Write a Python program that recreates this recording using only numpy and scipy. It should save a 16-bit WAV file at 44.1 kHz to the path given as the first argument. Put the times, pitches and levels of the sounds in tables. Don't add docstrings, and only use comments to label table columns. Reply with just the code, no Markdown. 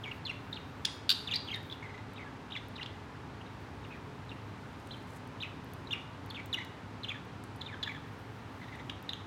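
import sys
import numpy as np
from scipy import signal
from scipy.fft import rfft, irfft
from scipy.io import wavfile

SR = 44100
rng = np.random.default_rng(int(sys.argv[2]) if len(sys.argv) > 2 else 0)


def store_wav(level_fs):
    pcm = np.round(np.clip(np.atleast_2d(level_fs), -1, 1) * 32767)
    wavfile.write(sys.argv[1], SR, pcm.T.astype(np.int16))


N = 408366

# frequency in Hz, relative level in dB.
FAN_AIR = [(20, -47), (42, -17.5), (62, -7), (115, 1), (175, -5), (280, -7.5), (400, -10.5), (650, -15),
           (900, -11), (1550, -16.5), (4000, -29), (9000, -44.5), (16000, -55.5)]
# pitch in Hz, level in dB.
FAN_HUM = [(83, -67), (101.5, -55), (253, -59.5), (281.5, -61.5), (421, -64.5), (885, -68.5)]
# start and length in seconds, level in dB.
CRACKLE_SPELLS = [(0, 0.19, -76), (0.297, 0.7, -80), (1.443, .32, -77), (3.5, 1.12, -85), (4.6, 1.3, -88),
                  (7.85, 0.36, -79.5), (8.2, .7, -81)]
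# start and length in seconds, top and end pitch in Hz, level in dB,
# extra dB for the landing (the chirp's last part), seconds of drawl (a low rough note) after it.
FALLING_CHIRPS = [(.035, 0.022, 3820, 2348, -43.5, -5, .045), (.251, 0.037, 4620, 2686, -40.5, -3, 0.00047),
                  (.293, 0.018, 2740, 2225, -36, -6, 0.0056), (.527, 0.012, 3900, 3146, -38, -10, 0),
                  (.557, 0.02, 4387, 2558, -46.5, 1.5, 0), (.868, 0.013, 3900, 2100, -48, -10, 0.0065),
                  (1.272, 0.017504, 3880, 2660, -38.5, -3, 0.02139),
                  (1.473, 0.017, 3460, 2730, -46, 5, .018), (2.549, 0.019, 2950, 1880, -42, 2, 0),
                  (2.779, 0.025, 3100, 1830, -50, 5.5, 0.00325),
                  (3.84, 0.01259, 3986, 2568, -57, 7, 0.00337), (4.29, 0.025, 4123, 2771, -53, -6, .012),
                  (6.3, 0.012, 4900, 3100, -46.5, 5, 0.0025), (6.528, 0.02, 4140, 2770, -34, 4, 0),
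                  (7.033, 0.018, 4174, 2780, -42, 4, 0.003708),
                  (7.61, 0.0094, 4320, 3190, -43.5, 6.5, 0.0024), (7.661, 0.017, 3750, 2880, -44.5, -6, 0),
                  (7.682, 0.065, 2550, 1580, -52.5, 6, 0.00064)]
ARCHED_CHIRPS = [(1.309, 0.021785, 3630, 2555, -35, -1, 0.0122),
                 (1.503, 0.038, 3270, 2029, -41.5, 0, 0.03467),
                 (2.157, 0.03477, 3800, 2270, -54.5, 4, 0.046), (2.519, 0.03117, 3880, 2750, -44, -6, 0),
                 (4.907, 0.035, 4050, 3060, -48, -5, 0.0062), (5.401, 0.037, 3920, 2610, -44, 7, 0.031),
                 (5.906, .033, 3700, 2556, -38.5, 6.5, 0.019), (6.344, 0.03073, 3610, 2358, -46, 1, 0.033),
                 (7.081, 0.028, 3430, 2460, -39, -1, 0.022)]
# frequency in Hz, gain in dB.
THROAT_GAIN = [(3000, 10), (3650, 1.5), (4600, -24), (5500, -21), (6600, -15), (7900, -28.5), (10000, -33),
               (12600, -26.5), (16000, -36)]
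# start and length in seconds, starting pitch in Hz, level in dB.
LONE_DRAWLS = [(1.825, 0.047, 2186, -48.5), (2.256, 0.042, 1800, -56), (2.809, 0.019, 2865, -42.5),
               (3.903, 0.05, 2615, -53), (3.946, .025, 1905, -54), (5.96, 0.028, 2400, -48),
               (6.569, 0.028, 2140, -43.5), (6.601, 0.028, 2177, -45), (7.142, 0.029, 1847, -50),
               (7.861, 0.024, 1860, -42.5), (7.89, 0.033, 2280, -45), (7.947, 0.025, 1826, -45.5)]
# start and length in seconds,
# pitch in Hz, level in dB.
RASPY_CHIPS = [(0.112, 0.013, 2690, -41.5), (0.8487, .008, 3488, -28.5), (1.336, .016, 3970, -32),
               (1.357, 0.0083, 4490, -29), (1.539, 0.013, 3716, -37.5), (1.697, 0.00586, 3560, -46),
               (1.711, 0.022, 3605, -44.5), (2.56, 0.022, 3490, -44), (2.757, 0.011, 3850, -47),
               (3.41, .008, 2920, -53.5), (3.463, .008, 3600, -57), (5.871, 0.0072, 3900, -49),
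               (7.828, 0.013, 3650, -34.5), (9.091, 0.0066, 3740, -33.5)]
# start and length in seconds, start and end pitch in Hz, level in dB.
UPWARD_FLICKS = [(0.851, 0.004, 4600, 7040, -29), (0.536, 0.011, 3183, 4868, -51),
                 (2.501, 0.012, 2820, 4200, -51), (2.826, 0.007, 2780, 4582, -40),
                 (2.859, 0.0057, 2840, 3900, -41.5), (8.895, 0.0063, 2920, 4000, -36.5),
                 (9.133, 0.0026, 2940, 4061, -33)]
# start and length in seconds, level in dB before filtering.
BEAK_RUBS = [(4.576, 0.5, -72), (5.07, 0.115, -63), (8.553, 0.376, -75)]
# start in seconds, peak in dB before
# the boost, pitch in Hz.
HUSK_SNAPS = [(0.8532, -28.5, 4400), (1.5599, -44, 10580), (1.63, -51, 11000), (2.135, -53, 11010),
              (2.6849, -45, 12880), (4.873, -45.5, 6474), (5.169, -46, 7000), (5.275, -51, 11000),
              (5.645, -51, 12000), (5.7355, -42.5, 10640), (6.2618, -46, 11630), (6.305, -45, 11930),
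              (6.4596, -38.5, 15670), (6.541, -46.5, 12000), (6.6478, -47, 14920), (6.649, -42.5, 3200),
              (7.251, -55.5, 15100), (7.439, -40.5, 8450), (7.562, -49, 11500), (9.0265, -44, 15270)]
# start and length in seconds, level in dB.
SQUAWK_PULSES = [(1.0918, 0.0062, -22.5), (1.1003, 0.0075, -22.5), (1.111, 0.0062, -27),
                 (1.1168, 0.0035, -29), (1.1226, .006, -33)]
# frequency and width in Hz, relative level in dB.
OPEN_THROAT = [(1500, 280, -15), (2860, 150, -8), (3180, 150, -8), (3690, 200, -1.5), (4000, 150, -3),
               (4580, 230, 0.5)]
MUTTER_RUNS = [(1.9, 1.9912), (8.61, 8.83)]


def from_db(db):
    return 10 ** (np.asarray(db) / 20)


def rms_one(x):
    return x / np.sqrt(np.mean(x ** 2) + 1e-20)


def at_hz(points, hz):
    freqs, levels = np.transpose(points)
    return np.interp(np.log(hz + 1), np.log(freqs), levels)


def resonate(x, hz, width_hz):
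    r = np.exp(-np.pi * width_hz / SR)
    feedback = [1, -2 * r * np.cos(2 * np.pi * hz / SR), r * r]
    return signal.lfilter(np.array([1, 0, -1]) * (1 - r * r) / 2, feedback, x)


def wander(size, per_s):
    at = np.arange(size) * per_s / SR
    knots = rng.standard_normal(int(at[-1]) + 2)
    return np.interp(at, np.arange(len(knots)), knots)


def swell(size, edge_s=0.0018, fullness=0.0613):
    t = np.arange(size) / SR
    ends = np.sin(np.pi / 2 * np.minimum(np.minimum(t, t[::-1]) / edge_s, 1)) ** 2
    return ends * np.sin(np.pi * (np.arange(size) + .5) / size) ** fullness


def add(track, s, sound):
    at = round(s * SR)
    track[at:at + len(sound)] += sound[:N - at]


def fan(air_db=-47, waver_hz=3.495, waver_db=2):
    air_shape = from_db(at_hz(FAN_AIR, np.fft.rfftfreq(N, 1 / SR)))
    air = irfft(rfft(rng.standard_normal(N)) * air_shape, N)
    out = from_db(air_db) * rms_one(air)
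    for hz, level_db in FAN_HUM:
        phase = 2 * np.pi * np.cumsum(hz + waver_hz * wander(N, 10)) / SR
        out += from_db(level_db) * rms_one(np.sin(phase) * from_db(waver_db * wander(N, 10)))
    return out


def crackle(ticks_per_s=2500, spread_db=4, clump_db=4, clumps_per_s=35, centre_hz=13500, width_hz=6000):
    out = np.zeros(N)
    for s, length, level_db in CRACKLE_SPELLS:
        size = int(length * SR)
        ticks = (rng.random(size) < ticks_per_s / SR) * rng.choice([-1, 1], size)
        strength = from_db(spread_db * rng.standard_normal(size) + clump_db * wander(size, clumps_per_s))
        chaff = resonate(ticks * strength + 1e-18, centre_hz, width_hz)
        add(out, s, from_db(level_db) * rms_one(chaff))
    return out


def note(length, pitches, level_db, rasp, rich_db=0, wobble=0.023, jitter=0.11, half_db=-7, hiss_db=-3):
    size = int(length * SR)
    glide = np.polyval(np.polyfit([0, .5, 1], pitches, 2), np.linspace(0, 1, size))
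    hz = glide * (1 + wobble * wander(size, 280) + jitter * rasp * wander(size, 931.03))
    phase = 2 * np.pi * np.cumsum(hz) / SR
    tone = np.sin(phase) + rasp * from_db(half_db) * np.sin(phase / 2)
    bright_db = 17 + rich_db + .75 * level_db + .025 / length
    for k in (2, 3, 4):
        tone += from_db(bright_db + at_hz(THROAT_GAIN, k * hz)) * np.sin(k * phase) * (k * hz < SR / 2)
    width_hz = 3000 * max(rasp, .1)
    rush = resonate(rng.standard_normal(size), pitches[1], width_hz)
    hiss = rms_one(resonate(rush, pitches[1], width_hz))
    flutter_db = (2.5 + 4 * rasp) * wander(size, 391)
    voice = (tone + rasp * from_db(hiss_db) * hiss) * from_db(flutter_db)
    return from_db(level_db) * rms_one(voice * swell(size))


def whistle(length, pitches, level_db, rasp, fade_db=0, rich_db=0, trail_s=0.014544, trail_db=-14):
    voice = note(length, pitches, level_db, rasp, rich_db)
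    fade = from_db(np.linspace(0, fade_db, len(voice)))
    voice = from_db(level_db) * rms_one(voice * fade)
    trail = note(trail_s, fall(pitches[-1], .72 * pitches[-1]), level_db + trail_db, rasp=0.34)
    air_left = min(length / trail_s, 1)
    return np.concatenate([voice, air_left * trail])


def fall(top_hz, end_hz):
    return [top_hz, np.sqrt(top_hz * end_hz), end_hz]


def chirp(arched, length, top_hz, end_hz, level_db, accent_db, rich_db=4):
    landing_hz, landing_s = 1.18 * end_hz, .35 * length
    pitches = top_hz * np.array([0.66, 1, 0.812]) if arched else fall(top_hz, landing_hz)
    rasp = 0.14 if arched else 0.21
    squeak = note(length - landing_s, pitches, level_db, rasp, rich_db)
    landing = whistle(landing_s, fall(landing_hz, end_hz), level_db + accent_db, rasp=.26)
    return np.concatenate([squeak, landing])


def drawl(length, hz, level_db, sink_hz_per_s=5500, throb_db=3, throbs_per_s=170):
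    pitches = hz - sink_hz_per_s * length * np.array([0, .5, 1])
    voice = whistle(length, pitches, level_db, rasp=0.33, fade_db=-3, rich_db=6)
    return voice * rms_one(from_db(throb_db * wander(len(voice), throbs_per_s)))


def warble(ordinary_chirp_db=-36):
    out = np.zeros(N)
    for chirps, arched in ((ARCHED_CHIRPS, True), (FALLING_CHIRPS, False)):
        for s, length, top_hz, end_hz, level_db, accent_db, drawl_s in chirps:
            add(out, s, chirp(arched, length, top_hz, end_hz, level_db, accent_db))
            if drawl_s > .005:
                drawl_db = -42.5 + 0.41 * (level_db - ordinary_chirp_db)
                add(out, s + length, drawl(drawl_s, end_hz, drawl_db))
    for s, length, hz, level_db in LONE_DRAWLS:
        add(out, s, drawl(length, hz, level_db))
    for s, length, hz, level_db in RASPY_CHIPS:
        slight_fall = hz * np.array([1.027, 1, 0.973])
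        add(out, s, whistle(length, slight_fall, level_db, rasp=0.4))
    for s, length, start_hz, end_hz, level_db in UPWARD_FLICKS:
        quickening_rise = start_hz + (end_hz - start_hz) * np.array([0, .25, 1])
        add(out, s, whistle(length, quickening_rise, level_db, rasp=0.54))
    return out


def rustle(crumbs_per_s=8, crumb_db=-54, grain_db=6, centre_hz=7000, width_hz=6000):
    out = (rng.random(N) < crumbs_per_s / SR) * from_db(crumb_db) * rng.standard_normal(N)
    for s, length, level_db in BEAK_RUBS:
        size = int(length * SR)
        grains = rng.standard_normal(size) * from_db(grain_db * wander(size, 299))
        add(out, s, from_db(level_db) * rms_one(grains * swell(size)))
    return resonate(out + 1e-18, centre_hz, width_hz)


def husks(decay_s=0.00027, boost_db=3, width_hz=5500):
    out = np.zeros(N)
    t = np.arange(SR // 100) / SR
    for s, peak_db, hz in HUSK_SNAPS:
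        snap = resonate(rng.standard_normal(len(t)) * np.exp(-t / decay_s), hz, width_hz)
        add(out, s, from_db(peak_db + boost_db) * snap / np.abs(snap).max())
    return out


def squawk(hiss_db=-17, hiss_hz=7500, hiss_width_hz=9000):
    out = np.zeros(N)
    for s, length, level_db in SQUAWK_PULSES:
        size = int(length * SR)
        chaos = rng.standard_normal(10 * size)
        cry = np.zeros(size)
        for hz, width_hz, db in OPEN_THROAT:
            ring = resonate(resonate(chaos, hz, width_hz), hz, 2 * width_hz)
            cry += from_db(db) * rms_one(ring[-size:])
        hiss = from_db(hiss_db) * rms_one(resonate(rng.standard_normal(size), hiss_hz, hiss_width_hz))
        pulse = (rms_one(cry) + hiss) * swell(size, fullness=0.28)
        add(out, s, from_db(level_db) * rms_one(pulse))
    return out


def mutter(gap_s=0.032, length_s=0.022, pitch_hz=2000):
    out = np.zeros(N)
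    for start, end in MUTTER_RUNS:
        for s in np.arange(start, end, gap_s):
            pitches = pitch_hz * from_db(rng.normal(0, 0.5, size=3))
            uneven_s = s + gap_s * rng.uniform(-0.55, .5)
            add(out, uneven_s, note(length_s, pitches, level_db=-53, rasp=0.46, rich_db=15))
    return out


def room(x, tray_s=0.0039, tray_db=-9, tail_s=.54, tail_db=-11, tail_top_hz=11000):
    t = np.arange(int(tail_s * SR)) / SR
    tray = rng.standard_normal(len(t)) * np.exp(-t / tray_s) * (t > .002)
    soften = signal.butter(2, tail_top_hz, "low", fs=SR, output="sos")
    tail = signal.sosfilt(soften, rng.standard_normal(len(t)))
    tail *= from_db(-60 * t / tail_s) * (t > tray_s)
    echoes = from_db(tray_db) * tray / np.linalg.norm(tray)
    echoes += from_db(tail_db) * tail / np.linalg.norm(tail)
    return x + signal.fftconvolve(x, echoes)[:N]


def scene():
    bird = warble() + mutter() + squawk()
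    seed = husks() + rustle() + crackle()
    return (room(bird + seed) + fan())[None]


def record(dry, cutoff_hz=15900):
    return signal.sosfilt(signal.ellip(10, .1, 80, cutoff_hz, fs=SR, output="sos"), dry)


dry = scene()
out = record(dry)
store_wav(out)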